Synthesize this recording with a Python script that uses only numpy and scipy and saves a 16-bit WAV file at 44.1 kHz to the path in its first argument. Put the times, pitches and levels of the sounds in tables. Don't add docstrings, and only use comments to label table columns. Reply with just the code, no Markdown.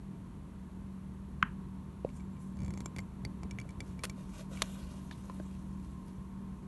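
import sys
import numpy as np
from scipy import signal
from scipy.fft import rfft, irfft, next_fast_len
from scipy.io import wavfile

SR = 44100
rng = np.random.default_rng(int(sys.argv[2]) if len(sys.argv) > 2 else 0)


def attenuation_scalar(level_db):
    decades = np.asarray(level_db, float) / 20
    return 10 ** decades


def store_wav(level_fs):
    pcm = np.round(np.clip(np.atleast_2d(level_fs), -1, 1) * 32767)
    wavfile.write(sys.argv[1], SR, pcm.T.astype(np.int16))


N = 294357
TIME = np.arange(N) / SR


def noise():
    return rng.standard_normal(N)


def rms_one(x):
    return x / np.sqrt(np.mean(x ** 2) + 1e-20)


def gated(rows):
    s, db = np.transpose(rows)[:2]
    s = np.r_[s[0] - 0.02, s, s[-1] + 0.02]
    return attenuation_scalar(np.interp(TIME, s, np.r_[-110, db, -110]))


def swells(rows):
    total = np.zeros(N)
    for s, db, rise, fall in rows:
        total += attenuation_scalar(np.interp(TIME, [s - 3 * rise, s, s + 3 * fall], [db - 60, db, db - 60]))
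    return total


def coloured(x, spectrum):
    hz, db = np.transpose(spectrum)
    size = next_fast_len(N)
    grid = np.maximum(np.arange(size // 2 + 1) * SR / size, 1)
    gain = attenuation_scalar(np.interp(np.log(grid), np.log(hz), db, left=-90))
    return rms_one(irfft(rfft(x, size) * gain, size)[:N])


def ring(drive, hz, t60):
    r, w = attenuation_scalar(-60 / (t60 * SR)), 2 * np.pi * hz / SR
    return signal.lfilter([0, np.sin(w)], [1, -2 * r * np.cos(w), r * r], drive + 1e-18)


def clicks(seconds, db):
    out = np.zeros(N)
    out[(np.asarray(seconds) * SR).astype(int)] = attenuation_scalar(np.asarray(db))
    return out


def dying(train, t60):
    return signal.lfilter([1], [1, -attenuation_scalar(-60 / (t60 * SR))], train + 1e-18)


def soft(x, hz):
    r = np.exp(-2 * np.pi * hz / SR)
    return signal.lfilter([(1 - r) ** 2], [1, -2 * r, r * r], x)


def passed(x, low_hz, high_hz):
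    return signal.sosfilt(signal.butter(2, [low_hz, high_hz], "band", fs=SR, output="sos"), x)


def high_passed(x, order, hz):
    return signal.sosfilt(signal.butter(order, hz, "high", fs=SR, output="sos"), x)


# (frequency [Hz], level [dB per Hz])
RUMBLE_COLOUR = [(22, -18), (40, 2), (64, 2), (119, 1), (165, 1.5), (200, -5), (240, -2), (310, -5),
                 (402, -15), (450, -43.5), (600, -31.5), (780, -54)]
# (frequency [Hz], level [dB per Hz])
AIR_COLOUR = [(240, -27), (400, 2), (476, -5.5), (828, -9.5), (917, -4), (1120, -7.5), (1280, -11),
              (1570, -14.5), (2190, -18.5), (4410, -25.5), (4960, -32), (5570, -28.5), (11200, -27.5),
              (11900, -27), (13000, -59), (16800, -91), (22000, -120)]
# (frequency [Hz], width [Hz], level [dB])
MOTOR_TONES = [(47.4, 4, -59.5), (69.55, 5.3, -54), (149.4, 7.8, -57.5), (190.9, 9.3, -48.5),
               (229.5, 4.9, -61), (905, 9, -76), (955, 8.6, -73.5), (1048, 9, -71), (1096, 10, -76)]
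# (time [s], level [dB])
MOTOR_LOAD = [(0, -0.5), (1.0, -2.5), (1.6, 1), (2.2, 1), (3.6, 0), (5.0, 1), (5.3, -1.5), (5.8, 1.5),
              (6.67, 0.5)]
# (time [s], level [dB], rise [s], fall [s])
NEAR_AIR = [
    (3.8, -67, 2.5, 2.0),
]


def room_tone():
    load_db = np.interp(TIME, *np.transpose(MOTOR_LOAD))
    whine = attenuation_scalar(np.interp(TIME, [0, 2.3], [-8, 0]))
    rumble = attenuation_scalar(-3.5) * coloured(noise(), RUMBLE_COLOUR)
    tones = np.zeros(N)
    for hz, width, db in MOTOR_TONES:
        t60 = np.log(1000) / (np.pi * width)
        started = ring(rng.standard_normal(N + SR), hz, t60)
        noisy = rms_one(ring(started, hz, t60)[SR:])
        noisy = rms_one(noisy / (np.abs(signal.hilbert(noisy)) + 0.2) ** 0.7)
        steady = np.sqrt(2) * np.sin(2 * np.pi * (hz * TIME + rng.random()))
        tones += (whine if hz > 500 else 1) * attenuation_scalar(db) * (1.1 * noisy + 0.37 * steady)
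    air = attenuation_scalar(2) * np.hypot(attenuation_scalar(-63.8), swells(NEAR_AIR)) * coloured(noise(), AIR_COLOUR)
    return attenuation_scalar(-46 + 0.27 * load_db) * rumble + attenuation_scalar(load_db) * tones + air


# (frequency [Hz], level [dB per Hz])
FROTH_COLOUR = [(290, -23), (500, -4.5), (630, -4), (794, -36), (1060, -6), (1260, -5), (1920, -17.5),
                (2670, -10.5), (4020, -15), (4790, -22.5), (6210, -19), (11100, -21), (12100, -17.5),
                (13000, -59), (16800, -89), (22000, -120)]
# (time [s], level [dB])
FLOW = [(3.83, -76), (3.91, -66.5), (3.98, -83), (4.06, -64), (4.14, -82), (4.185, -64.5), (4.257, -71),
        (4.405, -58), (4.477, -80), (4.515, -59.5), (4.64, -60), (4.70, -63), (4.79, -61), (4.96, -65),
        (5.09, -69), (5.3, -66.5), (5.65, -73.5), (6.67, -82)]
# (time [s], level [dB], rise [s], fall [s])
LATE_SLIDES = [
    (5.84, -74, 0.036, 0.088),
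    (6.083, -70, 0.022, 0.042),
]
# (time [s], level [dB], rise [s], fall [s])
SPLASHES = [
    (5.122, -60, .008, .06),
    (4.53, -62, .03, .06),
    (4.80, -62, .04, .04),
]
# (low [Hz], high [Hz])
SPLASH_BAND = (3400, 4500)
# (time [s], level [dB])
BUBBLE_POPS = [
    (0.4863, -61),
    (0.7297, -61),
    (1.1194, -61),
               (5.1113, -52), (5.2235, -53), (5.2555, -50), (5.2969, -52), (5.4046, -55), (5.5134, -55),
        (5.5508, -53), (5.7997, -56), (5.8471, -55), (5.9095, -56), (6.0821, -51), (6.1325, -58),
        (6.2492, -58), (6.4976, -57)]


def froth():
    mean_flow_db = -63.5
    flow = gated(FLOW) + swells(LATE_SLIDES)
    sizes = attenuation_scalar(3 * np.minimum(rng.exponential(1, N), 3)) * rng.choice([-1, 1], N)
    bursts = (rng.random(N) < 6000 / SR) * sizes
    fizz = coloured(rms_one(bursts) + 0.41 * noise(), FROTH_COLOUR)
    shared = rms_one(soft(noise(), 45))

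    body = np.zeros(N)
    edges = np.geomspace(500, 5600, 8)
    for k, (low_hz, high_hz) in enumerate(zip(edges, edges[1:])):
        patch = attenuation_scalar(1.5 * shared + 2.6 * rms_one(soft(noise(), 12)))
        body += patch * passed(np.roll(fizz, 100 * k), low_hz, high_hz)
    body = rms_one(body) * attenuation_scalar(-62.5) * (flow / attenuation_scalar(mean_flow_db)) ** 1.5

    fine = passed(passed(fizz, 4150, 15000), 4150, 15000)
    hiss = np.zeros(N)
    edges = np.geomspace(3500, 13000, 7)
    for k, (low_hz, high_hz) in enumerate(zip(edges, edges[1:])):
        patch = attenuation_scalar(1.8 * rms_one(soft(noise(), 8)) - 0.5 * k)
        hiss += patch * passed(np.roll(fine, 100 * k), low_hz, high_hz)
    hiss = attenuation_scalar(-1.5) * rms_one(attenuation_scalar(1.5 * shared) * hiss) * flow

    splash = swells(SPLASHES) * rms_one(attenuation_scalar(3 * shared) * passed(fizz, *SPLASH_BAND))
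    gurgle = attenuation_scalar(-68 - mean_flow_db) * flow * rms_one(attenuation_scalar(3 * shared) * passed(bursts, 300, 800))
    lone = dying(clicks(*np.transpose(BUBBLE_POPS)), 0.008) * noise()
    return body + hiss + splash + gurgle + attenuation_scalar(-3) * passed(lone, 4000, 11500)


# (time [s], level [dB])
KNOCK = (1.4265, -9.5)
# (frequency [Hz], level [dB], t60 [s])
KNOCK_MODES = [(1056, -5.5, 0.02), (1270, 3, 0.0094), (1560, 1.5, 0.015), (2100, -11.5, 0.016),
               (2550, -7, 0.0082), (3060, -15, 0.018), (3500, -22.5, 0.0074), (6040, -25.5, 0.0042),
               (6700, -27, 0.0047)]


def knock():
    s, db = KNOCK
    blow = soft(clicks([s - 0.0009, s], [db - 11.5, db]), 9900)
    direct = np.zeros(N)
    for k, (hz, level, t60) in enumerate(KNOCK_MODES):
        direct -= attenuation_scalar(level - 2) * ring(blow, hz, t60) * (-1) ** k
    direct = high_passed(direct, 3, 1000)
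    age = TIME - s
    echo = attenuation_scalar(db - 28.5) * (age > 0.006) * np.exp(-(np.abs(age) / 0.048) ** 1.3) * noise()
    low_echo = passed(passed(echo, 930, 1900), 930, 1900)
    high_echo = passed(passed(echo, 2200, 3200), 2200, 3200)
    worktop = ring(soft(clicks([s + 0.0035], [db - 15.5]), 370), 190, 0.069)
    return direct + attenuation_scalar(7.5) * (low_echo + attenuation_scalar(-12) * high_echo) + worktop


# (time [s], level [dB], pitch [Hz], t60 [s])
BUMPS = [(2.048, -21.5, 503, 0.015), (2.0472, -39.5, 820, .009), (2.062, -55, 580, .13),
         (3.652, -57, 560, .04), (4.180, -52, 560, .025), (4.517, -49, 494, 0.032), (5.112, -50, 900, .017),
         (5.2977, -43, 480, .016), (5.2972, -42.5, 1030, 0.043), (5.3984, -40.5, 320, 0.045),
         (5.3982, -43, 603, .028)]
# (time [s], level [dB], pitch [Hz], click level [dB])
WET_TICKS = [
    (2.0475, -55.5, 2600, -8),
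    (2.09, -56, 2250, -10),
    (2.101, -61.5, 2800, -6),
    (5.1118, -45.5, 1730, -3),
    (5.111, -49, 3600, -6),
    (5.2975, -53, 1780, -8),
    (5.399, -53, 1560, -6),
    (5.511, -66, 2500, 1),
    (5.551, -63, 2600, -8),
    (5.848, -72, 3400, 6),
]


def taps():
    out, white = np.zeros(N), noise()
    dull = [(s, db, hz, t60, -32 if s < 2.5 else -15) for s, db, hz, t60 in BUMPS]
    wet = [(s, db, hz, 32 / hz, click_db) for s, db, hz, click_db in WET_TICKS]
    for s, db, hz, t60, click_db in dull + wet:
        span = slice(int(s * SR), int(s * SR) + SR // 2)
        push = soft(clicks([s], [db + 11])[span], 1.1 * hz)
        out[span] += ring(push, hz, t60) - 0.5 * ring(push, 1.31 * hz, 0.5 * t60)
        click = dying(clicks([s], [db + click_db + 6])[span], 0.015)
        tail = dying(clicks([s], [db + click_db - 4.5])[span], 0.15)
        out[span] += passed((click + tail) * white[span], 0.5 * hz, min(2.54 * hz, 5500))
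    return out


# (frequency [Hz], level [dB], t60 [s])
GLASS_MODES = [(2120, -6, 0.025), (2303, 0, 0.042), (3390, -9, 0.031), (4560, -10, 0.022),
               (5530, -7.5, 0.027), (6470, -3, 0.019), (7340, -5.5, 0.018), (9270, -6.5, 0.019),
               (11560, -13, 0.011)]
# (time [s], level [dB], rise [s], fall [s])
BRUSHES = [
    (2.09, -69, 0.055, .05),
    (2.17, -58.5, .045, .035),
    (2.41, -66, .03, 0.22),
]
# (time [s], level [dB], rise [s], fall [s])
SQUEAKS = [
    (2.162, -71, .055, .28),
    (2.404, -79, .09, .2),
    (2.58, -68, 0.044, 1.0),
    (2.86, -70, .8, 0.027),
    (2.994, -70, 0.055, .035),
]
# (time [s], level [dB], rise [s], fall [s])
HANDLING = [
    (2.63, -39.5, 0.099, 0.56),
    (2.986, -43, 0.033, 0.079),
    (3.258, -41.5, 0.099, .08),
    (3.454, -41.5, 0.085, 0.057),
    (3.55, -47, .1, .6),
    (3.818, -44, .07, 0.09),
    (4.1, -51, 0.43, 0.065),
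]


def hands():
    rub = swells(BRUSHES) * noise()
    stick_slip = noise() * attenuation_scalar(6.9 * rms_one(soft(noise(), 60)))
    woken = attenuation_scalar(-8) * swells(SQUEAKS) * rms_one(ring(stick_slip, 7380, 0.047))
    near_rim = np.abs(TIME - 2.43) < 0.045
    woken += attenuation_scalar(-25) * ring(rub * near_rim, 10800, 0.04)
    for hz, db, t60 in GLASS_MODES:
        woken += attenuation_scalar(db - 35) * ring(rub, hz, t60)
    shake = attenuation_scalar(0.5) * swells(HANDLING) * rms_one(passed(noise(), 49, 166))
    return attenuation_scalar(3) * passed(rub, 5600, 9700) + woken + shake


# (time [s], crack level [dB], first mode level [dB], second mode level [dB])
SLIPS = [(2.1984, -61, -73, -57), (2.2054, -56, -72, -59), (2.368, -65, -75, -61), (2.5697, -53, -72, -70),
         (2.6806, -48, -64, -52), (2.7058, -44.5, -46, -61), (2.8588, -36.5, -63, -47),
         (2.985, -36.5, -37, -45), (2.9902, -43, -29.5, -57), (3.0025, -49, -68, -75),
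         (3.25, -38.5, -32, -50), (3.4328, -42, -47, -53), (3.5104, -39.5, -61, -43),
         (3.5867, -45, -32, -38.5), (3.5994, -41, -59, -46), (3.6142, -50, -68, -50),
         (3.691, -46.5, -53, -48.5), (3.706, -50, -70, -57), (3.8046, -34.5, -41, -39.5),
         (3.9923, -47.5, -64, -46.5), (4.0972, -36.5, -59, -42.5), (4.3833, -46.5, -65, -64),
         (4.573, -45, -65, -45.5)]
# (time [s], crack level [dB], first mode level [dB], second mode level [dB])
STUTTERS = [
    (2.738, -44, -56, -53),
    (2.7749, -41.5, -44, -55),
    (2.805, -39, -44, -54),
    (2.9633, -39, -39, -48),
]
# (time [s], level [dB], frequency [Hz])
SINGS = [(2.7754, -42, 6470), (2.7858, -49, 7340), (2.7053, -50, 6470), (2.805, -48, 5900),
         (2.8584, -26.5, 7340), (2.99, -38, 4560), (3.251, -25.5, 4560), (3.5106, -39, 5530),
         (3.5865, -35, 6470), (3.6144, -48, 4560), (3.8047, -43, 7340), (4.0972, -37, 7340)]


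def glass():
    chatter = [(2.5893 + 0.0145 * k, -50 + 0.8 * (k - 3), -56.5, -56.5) for k in range(6)]
    rebounds = np.array(STUTTERS) + [0.011, -15, -15, -15]
    slips = np.vstack([chatter, STUTTERS, rebounds, SLIPS])
    s, crack_db, first_db, second_db = np.transpose(slips)

    uneven = rng.normal(0, 3, (len(s), len(GLASS_MODES)))
    drives = [first_db, second_db]
    drives += [crack_db - 9 + uneven[:, k] for k in range(2, len(GLASS_MODES))]
    out = np.zeros(N)
    for drive, (hz, db, t60) in zip(drives, GLASS_MODES):
        out += ring(clicks(s, drive + db), hz, t60)

    chatter_sings = [(row[0], -57, GLASS_MODES[k][0]) for row in chatter for k in (3, 5)]
    for at, db, hz in SINGS + chatter_sings:
        span = slice(int(at * SR), int(at * SR) + SR // 2)
        out[span] += ring(clicks([at], [db - 12])[span], hz, 0.027)

    out += ring(clicks(s, second_db - 6), 2800, 0.009)
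    white = noise()
    out += passed(dying(clicks(s, crack_db - 1.5), 0.015) * white, 690, 8500)
    jolts = clicks(s, crack_db + 3.5 - 10 * (s > 3.47))
    bowl = ring(soft(jolts, 1200), 319, 0.02)
    worktop = attenuation_scalar(-4) * ring(soft(jolts, 500), 140, 0.04)
    rattle = attenuation_scalar(5) * passed(dying(jolts, 0.016) * white, 300, 1490)
    return out + bowl + worktop + rattle


# (time [s], level [dB], length [s], low slap level [dB])
BLOBS = [
    (4.036, -35.5, 0.014, -3.5),
    (4.0522, -37.5, 0.0023, -25),
    (4.62, -27.5, 0.0052, -8.5),
]
# (frequency [Hz], level [dB per Hz])
BLOB_COLOURS = [
    [(240, -37), (400, -0.5), (878, -10), (1140, 0.5), (1840, -2.5), (5900, -10), (6440, -13),
     (11200, -8.5), (13000, -13), (16800, -60), (22000, -120)],
    [(300, -30), (600, -16), (1050, -1.5), (1500, -15), (2200, -9), (3200, -5.5), (4100, -3.5),
     (5200, -17.5), (6200, -9), (8000, -16), (11400, -17), (13000, -30)],
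]


def splats():
    out = np.zeros(N)
    grains = noise() * attenuation_scalar(4 * noise())
    wet, hard = [coloured(grains, colour) for colour in BLOB_COLOURS]
    for (s, db, length, slap_db), crackle in zip(BLOBS, (wet, wet, hard)):
        age = np.maximum(TIME - s, 0)
        burst = np.exp(-(age / length) ** 3)
        burst += 0.8 * np.exp(-age / 0.0012) + 0.064 * np.exp(-age / 0.017)
        push = soft(clicks([s + 0.001], [db + slap_db + 2]), 1700)
        out += attenuation_scalar(db) * (TIME > s) * burst * crackle
        out += ring(push, 644, 0.05) + ring(push, 1060, 0.028)
    return out


def scene():
    return (room_tone() + froth() + knock() + taps() + hands() + glass() + splats())[None]


def low_pass(x):
    return signal.sosfilt(signal.butter(12, 13100, fs=SR, output="sos"), x)


def record(dry):
    cut = high_passed(dry, 5, 38)
    treble_cut = signal.ellip(6, 0.5, 28, 11700, fs=SR, output="sos")
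    mix = signal.sosfilt(treble_cut, cut)
    return low_pass(mix)


dry = scene()
out = record(dry)
store_wav(out)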